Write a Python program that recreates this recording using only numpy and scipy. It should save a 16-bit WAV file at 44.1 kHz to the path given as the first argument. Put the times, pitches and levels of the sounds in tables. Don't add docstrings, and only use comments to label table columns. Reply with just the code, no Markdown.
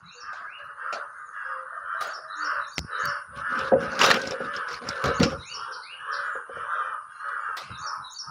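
import sys
import numpy as np
from scipy import signal
from scipy.fft import rfft, irfft
from scipy.io import wavfile
from scipy.ndimage import uniform_filter1d

SR = 44100
rng = np.random.default_rng(int(sys.argv[2]) if len(sys.argv) > 2 else 0)


def wav_out(sig):
    wavfile.write(sys.argv[1], SR, np.round(np.clip(np.atleast_2d(sig).T, -1, 1) * 32767).astype(np.int16))


def boost_factor(decibels):
    exponent = np.asarray(decibels, float) / 20
    return 10 ** exponent


N = 366030


def evened(x):
    return x / np.sqrt(np.mean(x ** 2) + 1e-20)


def read(points, hz):
    f, value = np.transpose(points)
    return np.interp(np.log(hz + 1), np.log(f + 1), value)


def curves(rows):
    s, *columns = np.transpose(rows)
    return [np.interp(np.arange(N) / SR, s, c) for c in columns]


def add(mix, s, sound):
    part = mix[max(round(s * SR), 0):][:len(sound)]
    part += sound[:len(part)]


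def wander(size):
    return evened(uniform_filter1d(uniform_filter1d(rng.standard_normal(N), size), size))


def resonate(x, hz, width):
    turn = np.exp(2j * np.pi * np.cumsum(hz * np.ones(len(x))) / SR)
    r = np.exp(-np.pi * width / SR)
    smooth = signal.lfilter([(1 - r) ** 2], [1, -2 * r, r * r], x / turn)
    return 2 * (turn * smooth).real


def coloured(x, spectrum):
    gain = boost_factor(read(spectrum, np.fft.rfftfreq(len(x), 1 / SR)))
    return evened(irfft(rfft(x) * gain, len(x)))


def patchy(x, patchy_db):
    z = signal.stft(x, nperseg=512)[2]
    patches = uniform_filter1d(rng.standard_normal(z.shape), size=9, axis=0)
    patches = evened(uniform_filter1d(patches, size=7, axis=1))
    return signal.istft(z * boost_factor(patchy_db * patches), nperseg=512)[1][:N]


def grains(per_s, spread_db):
    happens = rng.random(N) < per_s / SR
    level_db = spread_db * np.minimum(rng.exponential(1, N), 4)
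    return rng.standard_normal(N) * happens * boost_factor(level_db)


def pressure(s, hold, db, rise, fall):
    t = np.arange(0, N / SR + .002, .001)[:, None]
    each = db - rise * np.maximum(s - t, 0) - fall * np.maximum(t - s - hold, 0)
    total_db = 10 * np.log10((boost_factor(each) ** 2).sum(1) + 1e-14)
    return np.interp(np.arange(N) / SR, t[:, 0], total_db)


def bursts(events, spectrum):
    t, mix = np.arange(SR // 2) / SR, np.zeros(N)
    noise = patchy(coloured(rng.standard_normal(N + 512), spectrum), patchy_db=3.5)
    noise = evened(np.tile(noise, 2))
    dull = signal.sosfiltfilt(signal.butter(4, 10500, fs=SR, output="sos"), noise)
    treble = evened(noise - dull)
    for s, db, treble_db, t60 in events:
        fall_db = 60 * t / max(t60, .002)
        at = slice(round(s * SR), round(s * SR) + len(t))
        body = boost_factor(db - fall_db) * dull[at]
        top = boost_factor(treble_db - 2.5 * fall_db) * treble[at]
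        add(mix, s, body + top)
    return mix


# (frequency [Hz], t60 [s])
YARD_DECAY = [(300, 0.086), (600, 0.59), (1400, 0.67), (4000, 0.34), (7000, 0.29), (15000, 0.39)]


def yard(x, wet_db):
    taps = np.zeros(SR)
    at = np.arange(300, SR - 20, 20)
    taps[at + rng.integers(0, 20, len(at))] = rng.choice([-1., 1.], len(at))
    hz, t, z = signal.stft(taps, SR, nperseg=256)
    decay = boost_factor(-60 * t / read(YARD_DECAY, hz)[:, None])
    tail = signal.istft(z * decay, SR, nperseg=256)[1]
    echo = boost_factor(wet_db) * signal.fftconvolve(x, tail / np.linalg.norm(tail))[:N]
    return (x + echo) / np.sqrt(1 + boost_factor(wet_db) ** 2)


# (peak time [s], rise [s], fall [s], effort [dB], top pitch before the voice factors [Hz],
# upper rasp [dB]: in a caw, strong when the bird faces the phone)
HOARSE_EVENTS = [(0.0, 0.082, 0.1698, -43, 562, -20.5), (.27, 0.12, .16, -34, 594.5, -22.5),
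                 (0.409, 0.087, 0.12, -35, 578, -29), (0.599, 0.11, 0.27, -37.5, 568, -36.5),
                 (0.829, 0.087, 0.3, -31.5, 602.3, -23), (1.191, 0.12, 0.19, -36, 606.7, -56.5),
                 (1.371, 0.074, 0.096, -33.5, 555, -22), (1.499, 0.097, 0.15, -31, 549.8, -25.5),
                 (1.76, 0.14, 0.097, -34, 605.6, -32), (1.969, 0.2, 0.23, -30.5, 601.3, -25.5),
                 (2.29, 0.12, 0.15, -35, 612, -36.5), (2.499, 0.18, 0.17, -27, 604.2, -20.5),
                 (3.059, 0.22, 0.12, -27, 589.4, -19), (3.53, 0.25, 0.23, -28, 595, -23),
                 (3.841, 0.1, 0.21, -31.5, 562.4, -15), (4.071, 0.11, 0.068, -24, 548.5, -12.5),
                 (4.35, 0.11, 0.19, -32.5, 577.3, -19.5), (4.571, 0.18, 0.18, -29, 591.5, -20),
                 (4.96, 0.2, 0.092, -31, 593.5, -21.5), (5.08, 0.09, 0.14, -28.5, 585.6, -13),
                 (5.27, 0.13, 0.14, -34, 560.8, -28), (5.65, 0.19, 0.19, -32.5, 527, -22),
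                 (5.931, 0.055, 0.096, -40, 531.6, -22.5), (6.17, 0.21, 0.29, -29, 577, -22),
                 (6.58, 0.11, 0.12, -31.5, 609.9, -18.5), (6.759, 0.13, 0.25, -28, 612.2, -22.5),
                 (7.138, 0.092, 0.1, -38, 535.9, -19.5), (7.301, 0.15, 0.14, -30, 561.8, -25),
                 (7.43, 0.088, 0.21, -32, 539, -23), (7.696, 0.089, 0.13, -39.5, 526.4, -8.5),
                 (7.858, 0.14, 0.21, -32.5, 556.5, -27.5), (8.272, 0.08, 0.15, -37, 543, -33.5)]


def hoarse_controls():
    edge_db, dome_power = -14, 2.6
    pitch_sag, rasp_sag, start_sag = .12, 0.1, .5
    beak_open, beak_closing, rasp_edge_db = 1.0605, 0.088, -6.5
    peak, rise, fall, db, top_hz, rasp_db = np.transpose(HOARSE_EVENTS)
    t = np.arange(0, N / SR + .004, .002)[:, None]
    away = np.where(t < peak, (peak - t) / rise, (t - peak) / fall)
    power = boost_factor(np.maximum(db + edge_db * away ** dome_power, -200)) ** 2
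    lead = power / power.sum(1, keepdims=True)
    edge = np.minimum(away, 1) ** 2
    sag = np.where(t < peak, start_sag * edge, np.minimum(away, 1) ** 1.3)
    pitch_hz = top_hz * (1 - pitch_sag * sag)
    beak = beak_open - beak_closing * sag
    rasp = rasp_db + rasp_edge_db * edge
    arch = 1 - rasp_sag * sag
    effort_db = 10 * np.log10(power.sum(1))
    controls = [effort_db] + [(lead * c).sum(1) for c in (pitch_hz, beak, rasp, arch)]
    return [np.interp(np.arange(N) / SR, t[:, 0], c) for c in controls]


def formants(drive, modes, scale, drift, size):
    total = 0
    for k, (f, width, db) in enumerate(modes):
        hz = f * scale * (1 + drift * wander(size))
        total = total + (-1) ** k * boost_factor(db) * resonate(drive, hz, width)
    return total


# (frequency [Hz], width [Hz], level [dB])
THROAT_MODES = [(1116.5, 436, 6.5), (1332, 440, 10), (1563, 301, 7), (1848, 180, -4)]
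# (low edge [Hz], high edge [Hz])
THROAT_BAND = [820, 2010]
# (factor on the rasp centre [ratio], width [Hz], level [dB])
RASP_MODES = [(.77, 402, 6.5), (1.0, 302, 11), (1.17, 340, -2), (1.8, 1237, -4.5)]
# (time [s], factor on the throat modes
LEADER_THROAT_SCALE = [(0, 0.95), (.6, 1.01), (.9, 0.99), (1.2, 1.03), (1.5, 0.99), (2.5, 1.013), (3.1, 1.01),
                       (4.1, 0.99), (4.6, 1.007), (5.3, 0.97), (5.65, 0.93), (6.2, 1.017), (6.8, 0.99), (7.4, 0.98),
                       (7.9, 0.92), (8.25, 0.9)]
# (time [s], rattle rate [1/s], low tone level [dB], rasp centre [Hz])
FLOCK_CURVES = [(0, 110, -32.5, 2670), (.35, 105, -26, 2680), (.65, 101, -20, 2790), (.95, 92, -17.5, 2870),
                (1.25, 109, -21.5, 2970), (1.42, 106, -28, 2850), (1.6, 109, -20.5, 2900),
                (1.85, 90, -23, 3030), (2.3, 89, -23.5, 2860), (2.55, 78.4, -20, 2690),
                (3.05, 94.7, -15.5, 2840), (3.5, 94.3, -24, 2930), (4.0, 87, -6, 2680),
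                (4.5, 71, -20, 2930), (5.1, 68, -17.5, 2900), (5.65, 88, -15.5, 3270),
                (6.2, 88.4, -21, 3210), (6.58, 107, -16.5, 2940), (6.7, 119, -18, 3340),
                (6.85, 112, -18.5, 3140), (7.1, 98, -40.5, 2920), (7.27, 87, -17.5, 3000),
                (7.48, 88.4, -17.5, 2990), (7.6, 94, -28, 2860), (7.9, 98, -17, 2420),
                (8.2, 103, -28, 2790)]


def crows_and_rough_stroke():
    effort_db, pitch_hz, beak, rasp_db, arch = hoarse_controls()
    rattle, low_tone_db, rasp_hz = curves(FLOCK_CURVES)
    drive = 0
    for factor, share in ((1.001, 0.63), (.87, 0.55), (.765, 0.45)):
        unsteady = 1 + 0.00625 * wander(size=300) + .015 * wander(size=3000)
        turns = np.cumsum(factor * pitch_hz * unsteady) / SR
        voice = sum(np.cos(2 * np.pi * k * turns) for k in range(1, 11))
        uneven = 1.05 + 0.03 * wander(size=600) + 0.04004 * wander(size=4000)
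        beats = np.cumsum(factor * rattle * arch * uneven) / SR
        chop = 0.07 + np.sin(np.pi * beats) ** 4
        drive = drive + share * chop * (evened(voice) + .4 * rng.standard_normal(N))
    low_tone = resonate(drive, pitch_hz * (1 + .08 * wander(size=3000)), 190)
    low_tone = low_tone * boost_factor(3 * wander(size=1200))
    throat = formants(drive, THROAT_MODES, beak * curves(LEADER_THROAT_SCALE)[0], drift=0.018, size=2500)
    throat = signal.sosfilt(signal.butter(3, THROAT_BAND, "band", fs=SR, output="sos"), throat)
    rasp = formants(drive, RASP_MODES, rasp_hz * arch, drift=0.02, size=3000)
    voices = evened(throat) + boost_factor(low_tone_db) * evened(low_tone) + boost_factor(rasp_db) * evened(rasp)
    return yard(boost_factor(effort_db) * voices, wet_db=1.0)


# (time [s], level [dB])
INSECT_LEVEL = [(0.0, -73), (0.95, -61), (2.0, -62.5), (3.3, -58), (4.4, -59), (6.7, -59), (8.3, -60)]


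def insects():
    spectrum = [(7000, -76.5), (8200, -8.5), (8900, 3.5), (9900, 9.5), (10500, -6.5), (11200, -37.5)]
    hiss = coloured(rng.standard_normal(N), spectrum)
    return boost_factor(curves(INSECT_LEVEL)[0] + 0.4 * wander(size=500)) * hiss


# (frequency [Hz], level [dB])
AIR_SPECTRUM = [(30, -10), (100, -10.5), (300, -15), (800, -7), (1300, -1), (1700, -10.5), (2200, -20),
                (4000, -22), (6700, -23.5), (8000, -53), (11000, -51.5)]


def air():
    return boost_factor(-58) * patchy(coloured(rng.standard_normal(N), AIR_SPECTRUM), patchy_db=3.5)


# (time [s], level [dB], hold [s])
GRIP_SHIFTS = [(0.025, -55.5, 0.015), (0.637, -63, 0.028), (1.975, -73, 0.08), (2.248, -71, 0.014),
               (2.567, -62, 0.027), (2.792, -32.5, 0.0076), (2.823, -52, 0.012), (3.034, -43, 0.052),
               (3.282, -53, 0.061), (3.364, -45.5, 0.032), (3.608, -48.5, 0.086), (3.755, -38.5, 0.025),
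               (3.864, -44, 0.035), (3.96, -53, 0.0098), (4.154, -48, 0.018), (4.232, -52, 0.024),
               (4.416, -51, 0.055), (4.728, -54, 0.036), (4.854, -42, 0.044), (5.045, -27, 0.031),
               (5.133, -41, 0.03), (5.212, -20.5, 0.012), (5.304, -38, 0.083), (5.48, -63.5, 0.17),
               (6.017, -71, 0.024), (6.16, -64.5, 0.034), (6.259, -74, 0.015), (6.543, -54, 0.055),
               (6.972, -80, 0.03), (7.481, -70.5, 0.03346), (7.638, -51, 0.024), (7.704, -38.5, 0.018),
               (7.8, -50, 0.01), (7.982, -50.5, 0.021), (8.277, -49, 0.037)]


def grip_rumble():
    s, db, hold = np.transpose(GRIP_SHIFTS)
    rise_db_per_s, fall_db_per_s, rest_db = 1799.5, 353.5, -68.5
    grip = boost_factor(pressure(s, hold, db, rise_db_per_s, fall_db_per_s)) + boost_factor(rest_db)
    spectrum = [(20, -10.5), (45, -0.5), (78, 8.5), (100, 1.5), (140, 7), (200, -3.5), (400, -16.5),
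                (900, -88.0)]
    return grip * coloured(rng.standard_normal(N), spectrum)


def note(db, length, start_hz, end_hz, bend=2):
    u = np.linspace(0, 1, round(max(length, .003) * SR))
    glide = np.cos(np.pi / 2 * np.minimum(u / 0.895, 1)) ** bend
    flutter = 1 + 0.011 * np.sin(2 * np.pi * (190 * u * length + rng.random()))
    hz = (end_hz + (start_hz - end_hz) * glide) * flutter
    return boost_factor(db) * np.sin(2 * np.pi * np.cumsum(hz) / SR) * signal.windows.tukey(len(u), .7)


# (time [s], level [dB], length [s], start pitch [Hz], end pitch [Hz])
SINGLE_TONES = [(.03, -46.5, 0.06, 164, 166), (.135, -44.5, 0.064, 499, 485), (.36, -55, 0.096, 700, 648),
                (.56, -47.5, 0.045, 641, 566), (1.29, -56, 0.09, 610, 608), (1.42, -40, .2, 527, 521.2),
                (0.586, -68, 0.095, 4160, 4050), (0.814, -78, 0.075, 4750, 5100),
                (1.14, -66, 0.1, 6400, 7000), (1.182, -70, 0.074, 3780, 3880),
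                (1.244, -56.5, 0.058, 7140, 6370), (1.443, -60.5, 0.13, 5150, 4890),
                (1.715, -41.5, 0.035, 650, 700), (1.93, -40.5, 0.055, 657, 638),
                (2.119, -42, 0.12, 629.6, 630), (2.34, -47.5, 0.18, 316, 294),
                (2.45, -44.5, 0.14, 604, 625), (5.141, -55.5, 0.043, 6240, 6600),
                (5.189, -62, 0.047, 5500, 7160), (6.23, -59, 0.07, 6450, 7500),
                (6.3, -57, 0.077, 7560, 6700),  (7.1, -59, 0.22, 4100, 4310), (7.12, -70, .12, 5400, 5780),
                (7.1, -69, 0.11, 6500, 6740), (7.392, -60, 0.054, 6770, 7220),
                (7.398, -66, 0.05, 4600, 4540), (4.098, -67, 0.058, 6800, 5790)]


def single_tones():
    echoing = np.zeros(N)
    for s, *rest in SINGLE_TONES:
        add(echoing, s, note(*rest))
    return yard(echoing, wet_db=3.5)


# (time [s], pitch [Hz], level [dB])
WHISTLE_SHAPE = [(0, 1960, -9.5), (.018, 2120, -9.5), (0.043, 2410, -7.5), (0.083, 2790, -1),
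                 (0.105, 2920, 2.5), (.125, 2890, -18.5), (0.143, 3110, -25), (0.189, 2910, -35)]
# (time [s], level [dB], stretch in time [ratio], factor on pitch [ratio])
WHISTLE_EVENTS = [(0.035, -46, .95, .96), (.462, -37.5, 0.92, 0.99), (5.418, -34.5, 1.05, 1.01),
                  (5.825, -34, 1.1, 1.004)]


def whistles():
    far = np.zeros(N)
    for start, top_db, stretch, pitch in WHISTLE_EVENTS:
        s, hz, db = np.transpose(WHISTLE_SHAPE)
        s, db = start + stretch * s, top_db + db
        t = np.arange(s[0], s[-1], 1 / SR)
        hz = pitch * uniform_filter1d(np.interp(t, s, hz), size=400)
        tone = np.sin(2 * np.pi * np.cumsum(hz) / SR)
        add(far, s[0], boost_factor(np.interp(t, s, db)) * tone * signal.windows.tukey(len(t), .15))
    return yard(far, wet_db=3.5)


# (time [s], length [s], start pitch [Hz], end pitch [Hz], level [dB])
PHRASE_NOTES = [(-.157, 0.011, 3980, 3930, -18), (-.147, 0.045, 3960, 3820, -8),
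                (-.116, 0.026, 4250, 3700, -5), (-.09, 0.0082, 3750, 3730, -22.5),
                (-.082, 0.0058, 5500, 5470, -11.5), (-.075, 0.016, 6100, 6750, -10),
                (-.062, .014, 6750, 6800, -7), (-.052, 0.016, 6800, 6080, -8),
                (-.038, 0.011, 4350, 4500, -6.5), (-.022, 0.023, 4680, 4530, -2),
                (0.0, 0.037, 5840, 5050, 2)]
# (time of its last note [s], level [dB])
SONG_TIMES = [(0.196, -38), (2.128, -37), (2.438, -33.5), (2.751, -35.5), (3.066, -31), (5.214, -30),
              (5.533, -30.5), (7.858, -32.5), (8.18, -30.5)]


def song_phrases():
    near = np.zeros(N)
    for s, db in SONG_TIMES:
        for offset, length, start_hz, end_hz, note_db in PHRASE_NOTES:
            pitch, louder_db = rng.normal([1, 0], [.008, 1.5])
            tone = note(db + note_db + louder_db, length, pitch * start_hz, pitch * end_hz)
            add(near, s + offset, tone)
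    return yard(near, wet_db=1.5)


# (time [s], crack level [dB], treble level [dB], t60 of the crack [s], low boom level [dB])
CLAP_EVENTS = [(0.3297, -43.5, -87, 0.42, -49), (0.5848, -57, -83, 0.24, -70),
               (0.9264, -31, -64, 0.2, -31.5), (2.0089, -32.5, -45.5, 0.43, -38.5),
               (7.288, -46.5, -71, 0.054, -82), (7.5688, -29.5, -49.5, 0.35, -46)]
# (frequency [Hz], level [dB])
CRACK_SPECTRUM = [(300, -46), (700, -22.5), (1040, -6), (1400, 0.5), (1810, -4.5), (2400, -8), (4770, -10),
                  (16000, -46)]
# (frequency [Hz], level [dB])
BOOM_SPECTRUM = [(120, -39.5), (200, -19.5), (334, -12.5), (623, 3.5), (806, 1.5), (1100, -49)]


def claps():
    crack = [row[:4] for row in CLAP_EVENTS]
    boom = [(s, boom_db, -200, 1.86 * t60) for s, db, treble_db, t60, boom_db in CLAP_EVENTS]
    return bursts(crack, CRACK_SPECTRUM) + bursts(boom, BOOM_SPECTRUM)


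# (time [s], level [dB], treble level [dB], t60 [s])
TICK_EVENTS = [(.6325, -79.5, -66, 0.014), (.6559, -83, -50, 0.014), (2.0742, -52.5, -37, 0.014),
               (2.5446, -83, -69.5, 0.024), (2.5716, -87.5, -56, 0.015), (2.6783, -80, -61, 0.028),
               (2.7417, -80, -44, 0.011), (2.7815, -17.5, -35, 0.012), (2.7916, -14.5, -36.5, 0.005),
               (3.0554, -28, -26, 0.019), (3.3742, -41, -63, .02), (3.5919, -30, -69, 0.022),
               (3.8352, -42, -70, 0.04), (3.9549, -41.5, -57.5, 0.022), (3.9925, -25.5, -41, 0.015),
               (4.0143, -34, -37.5, 0.018), (4.0625, -16, -28, 0.02), (4.106, -21.5, -37.5, 0.027),
               (4.1427, -17.5, -33, 0.013), (4.2158, -26.5, -50.5, 0.043), (4.2733, -28.5, -64, 0.066),
               (4.3093, -26, -71, 0.0305), (4.563, -35, -63.5, 0.083), (4.7324, -35, -75, 0.004),
               (4.888, -22, -42.5, 0.051), (5.0406, -38, -64, 0.0098), (5.0584, -25, -63, 0.011),
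               (5.2005, -39.5, -61.5, 0.021), (5.2307, -13.5, -45.5, 0.045), (7.9404, -76.5, -70.5, 0.014),
               (7.9613, -87, -52, 0.018), (8.0775, -84, -58, 0.016), (8.1359, -70.5, -46.5, 0.014),
               (8.2521, -81, -64, 0.021)]
# (frequency [Hz], level [dB])
TICK_SPECTRUM = [(59, -29), (100, 12.5), (1270, -1), (2120, -25), (2920, -13), (3470, -2), (5210, 3.5),
                 (7810, -13.5), (10100, -33), (11200, -30.5), (14500, -33), (16500, -29)]


def ticks():
    return bursts(TICK_EVENTS, TICK_SPECTRUM)


# (time [s], level [dB], treble level [dB], t60 [s])
CRACKLE_EVENTS = [(2.7815, -10.5, -70, 0.0096), (3.9914, -23, -56, 0.13), (4.0135, -11.5, -65, 0.057),
                  (4.021, -22, -60, 0.034), (4.039, -20.5, -67, 0.045), (4.0495, -18.5, -57.5, 0.049),
                  (4.0632, -20, -49, 0.035), (4.074, -20, -63.5, 0.029), (4.087, -29, -53.5, 0.024),
                  (4.1032, -13, -55, 0.074), (4.113, -10, -55, 0.026), (4.143, -33.5, -49, 0.067),
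                  (4.178, -38, -53, 0.05), (5.0406, -22.5, -68, 0.05), (5.2005, -22.5, -70.5, 0.027),
                  (5.2307, -13.5, -61.5, 0.093)]
# (frequency [Hz], level [dB])
SCRAPE_SPECTRUM = [(410, -27), (700, -8), (922, -9.5), (1190, -2), (1720, -8), (2800, -9.5), (3300, -12.5),
                   (5540, -15), (8000, -34), (10400, -57), (17600, -120)]


def crackles():
    return bursts(CRACKLE_EVENTS, SCRAPE_SPECTRUM)


# (frequency [Hz], level [dB], t60 [s])
BOARD_MODES = [(160, -25.5, 0.22), (252, -13.5, 0.12), (440, -3, 0.065), (479, 2, 0.23), (532, 9.5, 0.099),
               (700, 7.5, 0.025), (1180, -29.5, 0.047)]


def board_ring():
    t = np.arange(SR // 4) / SR
    ring = sum(boost_factor(db - 60 * t / t60) * np.sin(2 * np.pi * hz * t) for hz, db, t60 in BOARD_MODES)
    return ring * (1 - np.exp(-t / 0.0015))


# (time [s], level [dB], low thud level [dB])
KNOCK_EVENTS = [(2.847, -62.5, -19), (3.518, -61, -61), (3.7206, -6, -32), (3.7319, -10, -42.5),
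                (4.33, -22.5, -56), (4.404, -21, -57), (4.582, -31.5, -51), (4.705, -38, -65),
                (4.823, -36, -49), (4.849, -31.5, -55), (4.925, -39, -65), (5.0416, -18.5, -42),
                (5.078, -18.5, -60), (5.196, -26, -10), (5.218, -57, -12), (6.354, -29, -66),
                (6.495, -29.5, -84), (6.568, -31, -51), (7.695, -43, -52)]


def knocks(ring):
    t, mix = np.arange(len(ring)) / SR, np.zeros(N)
    thud = np.sin(2 * np.pi * 135 * t) * boost_factor(-60 * t / 0.015)
    for s, db, thud_db in KNOCK_EVENTS:
        add(mix, s, boost_factor(db) * ring / abs(ring).max() + boost_factor(thud_db) * thud)
    return mix


# (time [s], hold [s], scrape level [dB], level fed into the board [dB], dull shuffle level [dB])
RUB_STROKES = [(3.363, 0.041, -48.5, -51.5, -55), (3.523, 0.093, -44.5, -43.5, -44),
               (3.588, 0.093, -38.5, -37.5, -58), (3.725, 0.017, -64.5, -15, -24.5),
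               (3.808, 0.043, -41, -32, -36), (3.928, 0.13, -40, -40, -42.5),
               (4.004, .015, -19.5, -24, -31), (4.027, 0.011, -24, -19, -46),
               (4.033, 0.011, -15.5, -19.5, -40), (4.072, 0.022, -20.5, -17, -30),
               (4.13, 0.04, -27, -27.5, -33.5), (4.233, 0.094, -37, -33, -45),
               (4.408, 0.046, -43, -36, -37.5), (4.541, 0.048, -41, -44, -57),
               (4.695, 0.066, -38.5, -43, -79), (4.819, 0.0385, -46.5, -38, -43),
               (4.878, 0.054, -41.5, -44, -71), (4.952, 0.07, -43, -39.5, -75),
               (5.052, 0.013, -25, -25, -27), (5.082, 0.013, -66, -24.5, -58),
               (5.207, 0.0225, -31, -21.5, -19), (5.236, 0.021, -33, -42, -25),
               (5.296, 0.034, -40, -32, -43), (5.385, 0.037, -49, -61, -67)]


def rubbing(ring):
    s, hold, *layers = np.transpose(RUB_STROKES)
    slow_start_s = 0.036
    rise_db_per_s = 2602 / (1 + (hold / slow_start_s) ** 2)
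    scrape_db, feed_db, shuffle_db = (pressure(s, hold, db, rise_db_per_s, fall=334) for db in layers)
    fizz_db = -21.5 + 1.29 * scrape_db

    slips = grains(per_s=16000, spread_db=1.5) * boost_factor(2.5 * wander(size=250))
    scrape = boost_factor(scrape_db) * evened(patchy(coloured(slips, SCRAPE_SPECTRUM), patchy_db=4))
    fizz_spectrum = [(6000, -87), (8000, -11.5), (11000, 6.5), (15000, -8.5), (17000, -14.0)]
    fizz = boost_factor(fizz_db) * coloured(slips, fizz_spectrum)
    shuffle_spectrum = [(60, -38.5), (130, 1.0), (240, 15.0), (380, -1.0), (800, -75.5)]
    shuffle = boost_factor(shuffle_db) * coloured(grains(per_s=1100, spread_db=-0.5), shuffle_spectrum)

    damped = ring * boost_factor(-60 * np.arange(len(ring)) / SR / .3)
    feed = evened(grains(per_s=540, spread_db=2.0)) * boost_factor(feed_db)
    ringing = signal.fftconvolve(feed, damped / np.linalg.norm(damped))[:N]
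    return scrape + fizz + shuffle + ringing


# (time [s], level [dB], frequency of the lower mode [Hz])
PING_EVENTS = [(4.015, -7, 2750), (4.0623, -20, 4070), (4.063, -27, 5570), (4.108, -13.5, 2720),
               (4.1436, -29, 5460), (4.2725, -30.5, 5318), (4.309, -26, 5260), (4.321, -33.5, 5300),
               (4.564, -24, 5190), (4.729, -30, 5502), (4.742, -28, 4200), (4.888, -22, 5340),
               (5.042, -34, 6550), (5.057, -38, 7000)]


def pings():
    t, mix = np.arange(SR // 10) / SR, np.zeros(N)
    for s, db, hz in PING_EVENTS:
        upper = np.sin(2 * np.pi * (1.06 * hz * t + rng.random()))
        pair = np.sin(2 * np.pi * hz * t) + .7 * upper
        add(mix, s, boost_factor(db - 60 * t / .025) * (1 - np.exp(-t / .0006)) * pair)
    return mix


# (time [s], level [dB], length [s], start pitch [Hz], end pitch [Hz])
HIDDEN_CHIPS = [(5.709, -32.5, 0.03, 5820, 3800), (5.811, -36.5, 0.023, 3930, 5020),
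                (5.831, -39.5, 0.018, 5070, 3400), (6.112, -30.5, 0.03, 5800, 3490)]


def hidden_chips():
    hidden = np.zeros(N)
    for s, *rest in HIDDEN_CHIPS:
        add(hidden, s, note(*rest, bend=1))
    return yard(hidden, wet_db=13)


def scene():
    ring = board_ring()
    background = insects() + air()
    small_birds = whistles() + song_phrases() + hidden_chips()
    voices = crows_and_rough_stroke() + single_tones() + small_birds
    hits = claps() + ticks() + crackles() + knocks(ring) + pings()
    hand = grip_rumble() + rubbing(ring)
    return (voices + background + hits + hand)[None]


def top_cut(x):
    return signal.sosfilt(signal.butter(12, 15850, fs=SR, output="sos"), x)


def record(dry):
    x = dry + boost_factor(1.5) * resonate(dry[0], 15000, 1600)
    x = signal.sosfilt(signal.butter(3, 65, "high", fs=SR, output="sos"), x)
    z = signal.stft(x, nperseg=512, noverlap=384)[2]
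    level_db = 10 * np.log10(uniform_filter1d(abs(z) ** 2, size=9, axis=-1) + 1e-16)
    over_db = level_db - np.percentile(level_db, 20, -1, keepdims=True)
    z *= boost_factor(-7 * np.clip(1 - over_db / 9, 0, 1))
    clean = signal.istft(z, nperseg=512, noverlap=384)[1][:, :N]
    finished = 0.52 * np.tanh(clean / 0.64)
    return top_cut(finished)


dry = scene()
out = record(dry)
wav_out(out)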